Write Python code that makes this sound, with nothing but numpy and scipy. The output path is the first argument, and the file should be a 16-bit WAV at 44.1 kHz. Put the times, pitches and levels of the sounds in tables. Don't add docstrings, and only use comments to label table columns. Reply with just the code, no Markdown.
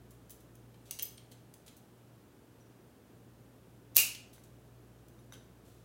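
import sys
import numpy as np
from scipy import signal
from scipy.fft import rfft, irfft
from scipy.io import wavfile
from scipy.ndimage import uniform_filter1d

SR = 44100
rng = np.random.default_rng(int(sys.argv[2]) if len(sys.argv) > 2 else 0)


def bounce(signal):
    frames = np.transpose(np.atleast_2d(signal))
    limited = np.clip(frames, -1, 1)
    pcm = np.round(limited * 32767).astype(np.int16)
    wavfile.write(sys.argv[1], SR, pcm)


N = 257544
TIME = np.arange(N) / SR

# t/s, level/dB
STRIKER_BLOWS = [(3.9660, -9.5), (3.9733, -23.5)]
# t/s, relative level/dB, brightness/(dB per octave)
STEEL_CLICKS = [(0.2955, -53, 3), (0.553, -59.5, 5), (0.7432, -65, -13), (0.9095, -34, 0.5),
                (0.9885, -41, -3), (0.9948, -37.5, -4), (1.0235, -34, 9), (1.0293, -37.5, 2.5),
                (1.1785, -53.5, -12.5), (1.539, -51, 0), (4.149, -44.5, -7), (5.084, -60.5, 3),
                (5.323, -57, 5)]
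# t/s, relative level/dB, brightness/(dB per octave), fall time/s
SLIDES_AND_RUSTLE = [(0.105, -61, 6, 0.015), (0.303, -48, 8, 0.0097), (0.402, -64, 4, .011),
                     (0.853, -66.5, -1.5, 0.088), (1.314, -56, -1, 0.0099), (1.662, -59.5, 1, 0.016),
                     (1.678, -54, -3, .007), (1.765, -58, 8, 0.012), (4.329, -61, 2.5, 0.035),
                     (4.435, -62, 3, 0.015), (5.331, -56, -3, 0.014), (5.65, -71.5, 1, 0.16)]
# t/s, f/Hz, relative level/dB, t60/s
PART_PINGS = [(1.029, 13800, -24.5, 0.037), (1.175, 8800, -51, 0.057), (2.608, 5820, -64, 0.064),
              (3.957, 6750, -37, 0.054)]
# t/s, relative level/dB
STOCK_NUDGES = [(4.381, -64), (5.191, -65), (5.3236, -51)]

# f/Hz, relative level/dB, t60/s
RECEIVER_MODES = [(1860, -15, .05), (2880, -12.5, 0.05), (3330, -4.5, 0.079), (5030, -7, 0.067),
                  (6156, 6.5, 0.0397), (6484, -4, 0.072), (7290, -13, 0.17), (9570, 7.5, 0.041),
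                  (10150, -11, .07)]
SPRING_MODES = [(2430, -22, 0.15), (2750, 3, .22), (2600, -8, .24), (2875, -14, .52), (2811, 0.5, 0.22),
                (2930, -8.5, 0.17), (2980, -1.5, .2), (6600, 2, 0.31), (10220, 7.5, 0.18),
                (10210, -4, 0.19)]
STOCK_MODES = [(1183, -4, 0.023), (1500, -2, 0.017), (1600, 0.5, 0.013), (2030, 3, 0.01), (3740, 1, 0.016),
               (5990, -3, 0.039), (10900, -10, 0.16)]

# f/Hz, relative density/(dB per Hz)
SNAP_SPECTRUM = [(200, -41), (700, -23.5), (2800, -28), (4200, -12), (7500, -11), (9300, -12.5),
                 (11600, -9), (12600, 0), (14600, 0.5), (16000, -10.5)]
CHATTER_SPECTRUM = [(200, -22), (400, -15), (700, -24.5), (1700, -17.5), (2100, -7), (2700, 5.5),
                    (3200, -8), (6500, -3), (10000, -1.5), (12000, -2.5), (15500, -0.5)]
CLICK_SPECTRUM = [(300, -23), (900, -14.5), (1600, -13), (1900, -5.5), (2600, -2.5), (3200, 0), (6000, 2),
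                  (10000, 2), (16000, 4)]
SLIDE_SPECTRUM = [(500, -27), (2000, -6), (2800, -2.5), (3300, 4), (4000, 1), (5000, -3), (7000, 0),
                  (16000, -3.5)]
AIR_SPECTRUM = [(30, -23), (45, -13), (70, -1), (85, -3), (105, 1), (150, 0.5), (250, 1), (400, -2.5),
                (1000, -15), (1600, -17.5), (2100, -22.5), (3000, -23), (4500, -27.5), (15500, -28.5)]

# f/Hz, t60/s
KITCHEN_DECAY = [(300, .40), (1500, .48), (3000, .46), (6500, .39), (9500, .35), (13500, .26)]
# t/s, relative level/dB
MOTOR_SWING = [(0.1, -65), (1.31, -72.5), (2.0, -81), (3.02, -80), (3.18, -73.5), (4.64, -67.5), (5.8, -67)]

SEAR_LEAD_S, SEAR_STEP_S = 0.0044, 0.0072
SEAR_DB, SEAR_GROWTH_DB = -25.5, 13
SEAR_BRIGHTNESS_DB = 3.5
CLICK_FALL_S = 0.0028
TILT_LOW_HZ, TILT_HIGH_HZ = 3150, 13000
HANDLING_ROOM_DB = -1
MAINS_HZ, MOTOR_HZ, DRONE_HZ = 60, 59.25, 127.3
MOTOR_DB = 0.5
OCTAVE_DB, OCTAVE_FOLLOWS = -63.5, 0.39
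MAINS_DB, DRONE_DB, AIR_DB = -71.5, -78, -60
LOW_CUT_HZ, CUTOFF_HZ = 42, 16000


def striker(spread=0.0028, chatter_db=-21.0, chatter_delay=0.011, spring_db=-38):
    out = np.zeros(N)
    fired = STRIKER_BLOWS[0][0]
    for s, db in STRIKER_BLOWS:
        add(out, s, from_db(db) * crack(SNAP_SPECTRUM, spread))
    chatter = burst(noise(CHATTER_SPECTRUM), rise=0.0018, fall=0.02)
    add(out, fired + chatter_delay, from_db(chatter_db) * chatter)
    return out + ring([(fired, spring_db)], SPRING_MODES)


def crack(spectrum, spread, size=2048, count=24):
    hz = np.arange(size // 2 + 1) * SR / size
    knots = np.linspace(0, SR / 2, count)
    delay = np.interp(hz, knots, spread * rng.uniform(0.2, 1, count))
    phase = -2 * np.pi * np.cumsum(delay) * SR / size
    sound = irfft(from_db(at_hz(spectrum, hz)) * np.exp(1j * phase), size)
    return sound * np.sqrt(spread * SR / np.sum(sound ** 2))


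def sear(count=3):
    last = STRIKER_BLOWS[0][0] - SEAR_LEAD_S
    return [(last - k * SEAR_STEP_S, SEAR_DB - k * SEAR_GROWTH_DB, SEAR_BRIGHTNESS_DB)
            for k in range(count)]


def clicks(click_db=2.0, grain_db=3.0, ring_db=-18):
    rows = [(*click, CLICK_FALL_S) for click in list(STEEL_CLICKS) + sear()]
    sound = contacts(rows, CLICK_SPECTRUM, rise=0.0003, grain_db=grain_db, ring_db=ring_db)
    return from_db(click_db) * sound


def slides_and_rustle():
    return contacts(SLIDES_AND_RUSTLE, SLIDE_SPECTRUM, rise=0.0018, grain_db=2.5, ring_db=-20.0)


def contacts(rows, spectrum, rise, grain_db, ring_db):
    out, blows = np.zeros(N), []
    for s, level_db, brightness_db, fall in rows:
        tilt_db = brightness_db * np.log2(TILT_HIGH_HZ / TILT_LOW_HZ)
        source = noise(spectrum, [(TILT_LOW_HZ, 0), (TILT_HIGH_HZ, tilt_db)])
        catching = uniform_filter1d(rng.standard_normal(len(source)), size=44)
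        grains = from_db(grain_db * rms_one(catching))
        add(out, s, from_db(level_db) * burst(source * grains, rise, fall))
        blows.append((s, level_db + ring_db))
    return out + ring(blows, RECEIVER_MODES)


def pings():
    return sum(ring([(s, db)], [(hz, 0, t60)]) for s, hz, db, t60 in PART_PINGS)


def stock():
    return ring(STOCK_NUDGES, STOCK_MODES)


def kitchen(x, wet_db=-4, first_echo=0.0031, build_up=0.0015, treble_loss_db=3, treble_hz=13000):
    t = TIME[:SR * 3 // 4]
    hz = np.arange(len(t) // 2 + 1) * SR / len(t)
    treble_loss = from_db(-treble_loss_db * (hz / treble_hz) ** 2)
    echoes = rfft(rng.standard_normal(len(t))) * treble_loss
    tail = 0
    edges = np.linspace(100, CUTOFF_HZ, 33)
    for low, high in zip(edges, edges[1:]):
        band = irfft(echoes * (hz >= low) * (hz < high), len(t))
        t60 = at_hz(KITCHEN_DECAY, np.sqrt(low * high))
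        tail = tail + band * np.exp(-np.log(1000) * t / t60)
    tail = tail * (1 - np.exp(-np.maximum(t - first_echo, 0) / build_up))
    tail = tail / np.sqrt(np.sum(tail ** 2))
    return from_db(wet_db) * signal.fftconvolve(x, tail)[:N]


def appliance(waver=0.28):
    swing_db = np.interp(TIME, *np.transpose(MOTOR_SWING))
    octave_db = OCTAVE_DB + OCTAVE_FOLLOWS * (swing_db - swing_db.mean())
    wander = noise([(1, 0), (4, -6), (20, -50), (100, -120)], size=N)
    motor = tone(MOTOR_HZ, swing_db + MOTOR_DB)
    octave = tone(2 * MOTOR_HZ, octave_db, waver * wander)
    buzz = tone(2 * MAINS_HZ, MAINS_DB)
    drone = tone(DRONE_HZ, DRONE_DB)
    air = from_db(AIR_DB) * noise(AIR_SPECTRUM, size=N)
    return motor + octave + buzz + drone + air


def ring(blows, modes):
    out, t = np.zeros(N), TIME[:SR // 2]
    hz, level_db, t60 = np.transpose(modes)
    decay = np.exp(-np.log(1000) * t / t60[:, None])
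    waves = np.sin(2 * np.pi * np.outer(hz, t)) * decay
    for s, db in blows:
        strength_db = rng.normal(0, 2, len(hz))
        add(out, s, from_db(db + level_db + strength_db) @ waves)
    return out


def burst(source, rise, fall):
    t = TIME[:len(source)]
    sound = source * (1 - np.exp(-t / rise)) * np.exp(-t / fall)
    return sound * np.sqrt(fall * SR / np.sum(sound ** 2))


def noise(*spectra, size=16384):
    hz = np.arange(size // 2 + 1) * SR / size
    colour_db = sum(at_hz(spectrum, hz) for spectrum in spectra)
    white = rfft(rng.standard_normal(size))
    return rms_one(irfft(white * from_db(colour_db), size))


def tone(hz, db, phase=0):
    return np.sqrt(2) * from_db(db) * np.sin(2 * np.pi * hz * TIME + phase)


def from_db(db):
    return 10 ** (np.asarray(db) / 20)


def rms_one(x):
    return x / np.sqrt(np.mean(x ** 2) + 1e-20)


def at_hz(points, hz):
    knots, values = np.transpose(points)
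    return np.interp(np.log(np.maximum(hz, 1)), np.log(knots), values)


def add(out, s, sound):
    start = round(s * SR)
    out[start:start + len(sound)] += sound[:N - start]


def scene():
    snap = striker()
    handling = clicks() + slides_and_rustle() + pings() + stock()
    echo = kitchen(snap + from_db(HANDLING_ROOM_DB) * handling)
    return (handling + snap + echo + appliance())[None]


def record(dry):
    low_cut = signal.butter(2, LOW_CUT_HZ, "high", fs=SR, output="sos")
    picked_up = signal.sosfilt(low_cut, dry)
    rounded = 0.8 * np.tanh(picked_up / 0.8)
    top_cut = signal.ellip(12, 0.1, 80, CUTOFF_HZ, fs=SR, output="sos")
    return signal.sosfilt(top_cut, rounded)


dry = scene()
out = record(dry)
bounce(out)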